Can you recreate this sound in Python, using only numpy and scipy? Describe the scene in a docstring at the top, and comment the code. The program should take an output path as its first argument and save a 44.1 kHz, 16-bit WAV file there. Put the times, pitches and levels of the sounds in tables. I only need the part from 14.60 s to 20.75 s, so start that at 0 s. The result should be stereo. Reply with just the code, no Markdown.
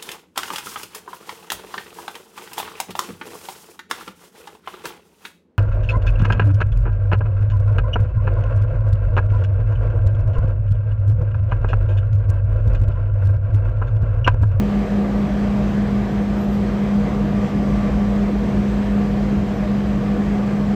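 """A throbbing floor and rumbling wheels, heard on two microphones inside a funicular cabin.
It runs down its track at a steady speed, booming harder on rough stretches; the wheels hiss on the
rails and the cabin rings with them. A machine on board gives a steady 203 Hz hum that seems to waver
as it mingles with nearby rumble, and a thin whine that comes and goes. Two faint, high swishes pass
by, and late in the ride a wheel thumps once."""
import sys
import numpy as np
from scipy import signal
from scipy.fft import rfft, irfft, next_fast_len
from scipy.io import wavfile
from scipy.ndimage import uniform_filter1d, map_coordinates

SR = 44100
rng = np.random.default_rng(int(sys.argv[2]) if len(sys.argv) > 2 else 0)


def transcribe(signal):
    """Save signal, clipped to [-1, 1], as a 16-bit WAV file at the path in sys.argv[1]."""
    frames = np.atleast_2d(signal).T
    limited = np.clip(frames, -1, 1)
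    pcm = np.round(limited * 32767).astype(np.int16)
    wavfile.write(sys.argv[1], SR, pcm)


N = 271215
TIME = np.arange(N) / SR
FFT_SIZE = next_fast_len(N + 8192)
BIN_HZ = np.fft.rfftfreq(FFT_SIZE, 1 / SR)

# Balance between the microphones. Each row: frequency in Hz, left minus right in dB.
MIC_BALANCE = [(60, 1.5), (200, -4), (320, -3), (410, -5.5), (480, -6.5), (545, 2.5), (615, -4.5),
               (800, -3.5), (1000, -0.5), (2700, -1), (3600, 0.5), (4300, 2), (5000, 7.5), (6100, 7.5),
               (7200, 3.5), (8500, -1.5)]


def amp(db):
    """Decibels to gain."""
    return 10 ** (np.asarray(db) / 20)


def unit(x):
    """Scale to rms 1."""
    return x / np.sqrt(np.mean(x ** 2) + 1e-20)


def along(points, hz):
    """Read (Hz, value) points on a log frequency axis."""
    freqs, values = np.transpose(points)
    return np.interp(np.log(hz + 1), np.log(freqs + 1), values)


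def curve(points):
    """Join (seconds, value) points into one value per sample."""
    return np.interp(TIME, *np.transpose(points))


def bump(peak_s, half_s):
    """A bell-shaped rise to 1 at peak_s and fall back to 0."""
    return np.exp(-.5 * ((TIME - peak_s) / half_s) ** 2)


def wobble(rate):
    """A smooth random curve, rate knots a second."""
    return map_coordinates(rng.standard_normal(int(N * rate / SR) + 4), [TIME * rate])


def placed(balance_db):
    """Gains at the left and right microphone for a level difference."""
    return amp(np.array([[.5], [-.5]]) * balance_db)


def tone(hz, drift):
    """A sine of rms 1 whose phase wanders by about drift radians."""
    return np.sqrt(2) * np.sin(2 * np.pi * (hz * TIME + rng.random()) + drift * wobble(1.926))


def beating(hz, beat_hz, partner_db, swell_s, drift):
    """A wandering sine and a weaker one beat_hz away: they swell together at swell_s and every beat."""
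    phase = 2 * np.pi * (hz * TIME + rng.random()) + drift * wobble(1.8)
    partner = amp(partner_db) * np.sin(phase + 2 * np.pi * beat_hz * (TIME - swell_s))
    return np.sqrt(2) * (np.sin(phase) + partner)


def cabin_and_mic_colour(ripple_db):
    """The cabin's resonances and dips, plus a narrow microphone notch near 5.5 kHz, in dB."""
    # Each row: centre in Hz, width in Hz, lift in dB.
    peaks_and_dips = [(190, 8, 5.5), (237, 17, 2.5), (296, 18, 2.5), (425, 25, -6), (478, 24, 5),
                      (511, 14, 5.5), (538, 24, -3.5), (578, 10, 2.5), (610, 22, 5), (651, 14, 4.5),
                      (678, 16, 2.5), (728, 36, 5.5), (800, 24, 2), (952, 15, 6.5), (990, 30, 3),
                      (1083, 17, 6), (1210, 80, 4), (1300, 80, -1.5), (1520, 130, 1.5), (1750, 100, 1.5),
                      (1927, 18, 3), (2005, 36, -2), (2055, 45, 3.5), (2360, 120, 1.5), (3200, 260, 3.5),
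                      (4113, 16, 2.5), (5490, 70, -5), (5980, 170, 2.5)]
    lift_db = sum(db / (1 + (2 * (BIN_HZ - hz) / width) ** 2) for hz, width, db in peaks_and_dips)
    knots = rng.standard_normal((2, 4096))  # small cabin modes on two sound paths: a knot every 16 Hz
    ripple = np.array([map_coordinates(path, [BIN_HZ / 16], mode="mirror") for path in knots])
    return lift_db + ripple_db * ripple


def cabin_noise(spectrum, patchy_db, ripple_db):
    """Stereo noise of rms 1 with slow patches, as the microphones pick it up through the cabin."""
    # How alike the microphones sound. Each row: frequency in Hz, likeness from 0 to 1.
    likeness = [(60, .99), (200, .97), (320, .9), (410, .55), (500, .8), (650, .4), (950, .55), (1300, .35),
                (2000, .25), (3000, .1), (6000, .12), (8500, .5), (10000, .95), (11800, .55), (13000, .9)]
    # Phase between them. Each row: frequency in Hz, lead of the left in radians.
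    left_lead = [(200, 0), (400, .25), (550, 1), (950, 1.7), (1200, .5), (1500, -2.6), (2500, -.6),
                 (7000, 0), (8500, -1.6), (10000, -3.1), (11500, -4), (12700, -6.3)]
    white = signal.stft(rng.standard_normal((2, N)), nperseg=1024)[2]
    patches = uniform_filter1d(rng.standard_normal(white.shape[1:]), 12, axis=0)
    patches = unit(uniform_filter1d(patches, 10, axis=1))
    noise = signal.istft(white * amp(patchy_db * patches), nperseg=1024)[1][:, :N]
    colour_db = along(spectrum, BIN_HZ) + cabin_and_mic_colour(ripple_db)
    shared, apart = rfft(noise, FFT_SIZE) * amp(colour_db)
    # Long waves reach both microphones alike; shorter ones differ in level and phase.
    spread = np.arccos(np.clip(along(likeness, BIN_HZ), -1, 1)) / 2
    sides = np.array([[1], [-1]])
    mics = np.cos(spread) * shared + sides * np.sin(spread) * apart
    mics *= np.exp(.5j * sides * along(left_lead, BIN_HZ))
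    mics *= placed(along(MIC_BALANCE, BIN_HZ))
    return unit(irfft(mics, FFT_SIZE)[:, :N])


def floor_boom(lift_db):
    """Underfoot, the floor booms in its lowest modes and throbs with two close tones that beat."""
    # The shaking floor. Each row: frequency in Hz, relative level in dB.
    spectrum = [(12, -29.5), (25, -22.5), (36, -18.5), (42, -5), (51, 2.5), (64, -5), (80, -10.5),
                (120, -34.5), (400, -93.5)]
    # The throb's stronger tone. Each row: time in seconds, level in dB.
    throb_levels = [(0, -31.5), (.9, -29), (1.7, -34.5), (3.3, -32), (4.05, -28.5), (4.9, -33.5),
                    (6.15, -36.5)]
    shake = cabin_noise(spectrum, patchy_db=2, ripple_db=1)
    running_rms = np.sqrt(np.abs(uniform_filter1d(np.mean(shake ** 2, axis=0), size=SR // 5)) + 1e-9)
    throb = beating(56.34, beat_hz=-5.83, partner_db=-2.5, swell_s=.037, drift=.1)
    return amp(-33.5 + lift_db) * shake / running_rms + amp(curve(throb_levels)) * throb


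def wheels(lift_db):
    """Steel wheels on rails, from inside: rumble, shaken panels, rolling hiss and running-gear tones."""
    # The three noises. Each row: frequency in Hz, relative level in dB.
    rumble_spectrum = [(40, -32), (72, 0.5), (86, -7.5), (112, -1), (122, -4.5), (133, 1.5), (155, 3.5),
                       (177, -7), (190, 0), (220, -5), (300, -10.5), (450, -24.5), (1500, -74.5)]
    panel_spectrum = [(100, -21), (250, 1), (380, 3.5), (720, -3), (860, -7), (1300, -22.5), (4000, -64.5)]
    rolling_spectrum = [(300, -21.5), (700, -8), (950, -5), (1320, -7.5), (1650, -6.5), (2700, -14.5),
                        (3300, -19), (4200, -21), (6200, -28.5), (7300, -30.5), (8900, -33.5), (12000, -79)]
    # Their course along the ride. Each row: time in seconds, level in dB.
    panel_levels = [(0, -28), (1.2, -28), (1.5, -29), (3.2, -28), (4.3, -29.5), (5.7, -28.5)]
    rolling_levels = [(0, -35), (1.7, -35), (2.5, -35), (3.3, -34.5), (4.5, -35), (4.8, -34), (5.2, -35),
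                      (5.6, -35), (6.15, -34.5)]
    # Tones of the running gear. Each row: multiple of the wheel rate, base level in dB.
    gear_orders = [(6, -35), (7, -42), (9, -38), (12, -49.5)]
    # They swell and sink together. Each row: time in seconds, lift in dB.
    gear_lifts = [(.5, 0.5), (.85, 2), (1.6, -1), (2.6, 0.5), (3.2, -3), (4.5, 0), (6.1, -2.5)]
    wheel_hz = 18.8
    rumble_db = -26.5 + lift_db + .6 * wobble(7)
    rumble = amp(rumble_db) * cabin_noise(rumble_spectrum, patchy_db=1, ripple_db=-.45)
    panels = amp(curve(panel_levels)) * cabin_noise(panel_spectrum, patchy_db=.5, ripple_db=-.5)
    rolling_db = curve(rolling_levels) + .45 * wobble(16)
    rolling = amp(rolling_db) * cabin_noise(rolling_spectrum, patchy_db=1, ripple_db=.8)
    gear = sum(amp(db + curve(gear_lifts) + .69 * wobble(1.6)) * tone(order * wheel_hz, drift=.5)
               for order, db in gear_orders)
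    return rumble + panels + rolling + gear


def machine_hum():
    """A machine's steady 203 Hz hum, which seems to waver as it mingles with nearby rumble."""
    # The harmonics. Each row: multiple of the pitch, relative level in dB, left minus right in dB.
    harmonics = [(1, -.4, -1.3), (2, -21.5, -6), (3, -31, 5.5)]
    # A level curve stands for that mingling. Each row: time in seconds, apparent level in dB.
    apparent_levels = [(0.0, -14), (0.03, -20), (0.19, -17), (0.26, -27), (0.34, -17.5), (0.53, -21),
                       (0.56, -17.5), (0.65, -21), (0.68, -24.5), (0.72, -20), (1.04, -18.5), (1.13, -24.5),
                       (1.18, -16.5), (1.3, -21), (1.37, -17), (1.49, -25.5), (1.56, -18), (1.63, -21),
                       (2.09, -19.5), (2.12, -24), (2.16, -18.5), (2.3, -21), (2.35, -16), (2.43, -18.5),
                       (2.5, -28.5), (2.53, -20.5), (2.79, -18), (2.89, -23.5), (2.94, -21.5),
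                       (3.19, -18.5), (3.22, -21), (3.27, -17.5), (3.32, -28), (3.36, -18.5), (3.63, -18.5),
                       (3.68, -20), (3.73, -19.5), (3.92, -22), (3.99, -17.5), (4.16, -21), (4.2, -16),
                       (4.25, -20), (4.38, -17), (4.64, -21), (4.66, -21.5), (4.71, -17), (4.92, -22.5),
                       (5.17, -19), (5.26, -22.5), (5.34, -19), (5.45, -23.5), (5.53, -19), (5.57, -27),
                       (5.6, -14.5), (5.64, -21.5), (5.67, -18), (6.01, -20), (6.05, -21.5), (6.12, -17),
                       (6.15, -17)]
    pitch_hz, mingling_db = 203.1, .35
    hum = 0
    for order, db, side_db in harmonics:
        partial = beating(order * pitch_hz, beat_hz=5.03, partner_db=-25, swell_s=.2, drift=.096 * order)
        hum += amp(db) * placed(side_db) * partial
    return amp(curve(apparent_levels) + mingling_db * wobble(10)) * hum


def machine_whine():
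    """The machine's thin, fluttering whine, centred between the microphones."""
    # It comes and goes. Each row: time in seconds, level in dB.
    levels = [(0, -49), (.85, -48), (1.45, -55), (2.25, -49.5), (2.65, -50), (3.25, -44), (4.1, -57),
              (4.4, -47), (4.7, -55), (5.5, -47), (6.15, -55)]
    flutter_db = 2.5 * wobble(14)
    return amp(curve(levels) + flutter_db) * tone(1161.5, drift=1)


def air_hiss():
    """A faint, steady hiss of air in the background."""
    # Each row: frequency in Hz, relative level in dB.
    spectrum = [(3000, -20), (7000, -2), (9000, 3), (11500, 5), (13200, 2), (15200, -6)]
    return amp(-61.8) * cabin_noise(spectrum, patchy_db=.4, ripple_db=.5)


def rough_track():
    """Lifts in dB of the boom and the rumble as the cabin crosses rough stretches."""
    # Each row: middle in seconds, boom lift in dB, rumble lift in dB, half length in seconds.
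    stretches = [(0.652, 2.5, -1, 0.39), (1.124, -1.5, 2.5, .05), (3.22, 9, 1, 0.2), (3.348, 3.5, 0, 0.024),
                 (4.85, 3, 2, .08), (5.265, 4.5, -1, 0.076)]
    return sum(np.outer([boom_db, rumble_db], bump(middle_s, half_s))
               for middle_s, boom_db, rumble_db, half_s in stretches)


def cabin_rings():
    """Now and then one of the cabin's resonances swells briefly out of the drone."""
    # Each row: peak time in seconds, pitch in Hz, level in dB, half length in seconds.
    rings = [(.5, 511, -36, .05), (.71, 608, -34.5, .03), (1.005, 608, -34, .03), (2.42, 480, -36, .03),
             (2.75, 479, -41.5, .22), (2.78, 404, -37.5, .035), (3.63, 402, -35, .025),
             (3.69, 495, -32, .032), (5.055, 612, -29.5, .018), (5.25, 480, -36, .04),
             (5.555, 484, -32, .028), (5.72, 410, -33.5, .045)]
    return sum(amp(db) * bump(peak_s, half_s) * tone(hz, drift=.17) * placed(along(MIC_BALANCE, hz))
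               for peak_s, hz, db, half_s in rings)


def swishes():
    """Two soft, very high swishes of noise, one just after the other."""
    # Each row: peak time in seconds, level in dB, half length in seconds.
    passes = [(1.822, -56.7, 0.031), (1.938, -58, 0.024)]
    # Each row: frequency in Hz, relative level in dB.
    spectrum = [(3000, -60), (9000, -18), (11200, 4), (13800, 2), (15500, -13)]
    swell = sum(amp(db) * bump(peak_s, half_s) for peak_s, db, half_s in passes)
    return swell * cabin_noise(spectrum, patchy_db=3.5, ripple_db=1)


def wheel_thump():
    """A wheel drops over an uneven spot: the floor's low modes rise softly and die away."""
    # Each row: frequency in Hz, level in dB before the rise and decay.
    floor_modes = [(72, -18.5), (93, -19.5), (116, -21.5)]
    start_s, rise_s, t60_s = 4.755, .025, .28
    age = np.maximum(TIME - start_s, 0)
    envelope = amp(-60 * age / t60_s) * (1 - np.exp(-age / rise_s))
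    return envelope * sum(amp(db) * tone(hz, drift=.32) for hz, db in floor_modes)


def scene():
    """Everything that reaches the two microphones in the cabin."""
    boom_lift_db, rumble_lift_db = rough_track()
    ride = floor_boom(boom_lift_db) + wheels(rumble_lift_db) + wheel_thump() + cabin_rings()
    return ride + machine_hum() + machine_whine() + swishes() + air_hiss()


def record(dry):
    """The sound eases in and out within milliseconds, and nothing above the band limit is kept."""
    fade_s, top_hz = .004, 15500
    fade = np.clip(np.minimum(TIME, TIME[::-1]) / fade_s, 0, 1)
    return irfft(rfft(dry * fade, FFT_SIZE) * (BIN_HZ < top_hz), FFT_SIZE)[:, :N]


dry = scene()
out = record(dry)
transcribe(out)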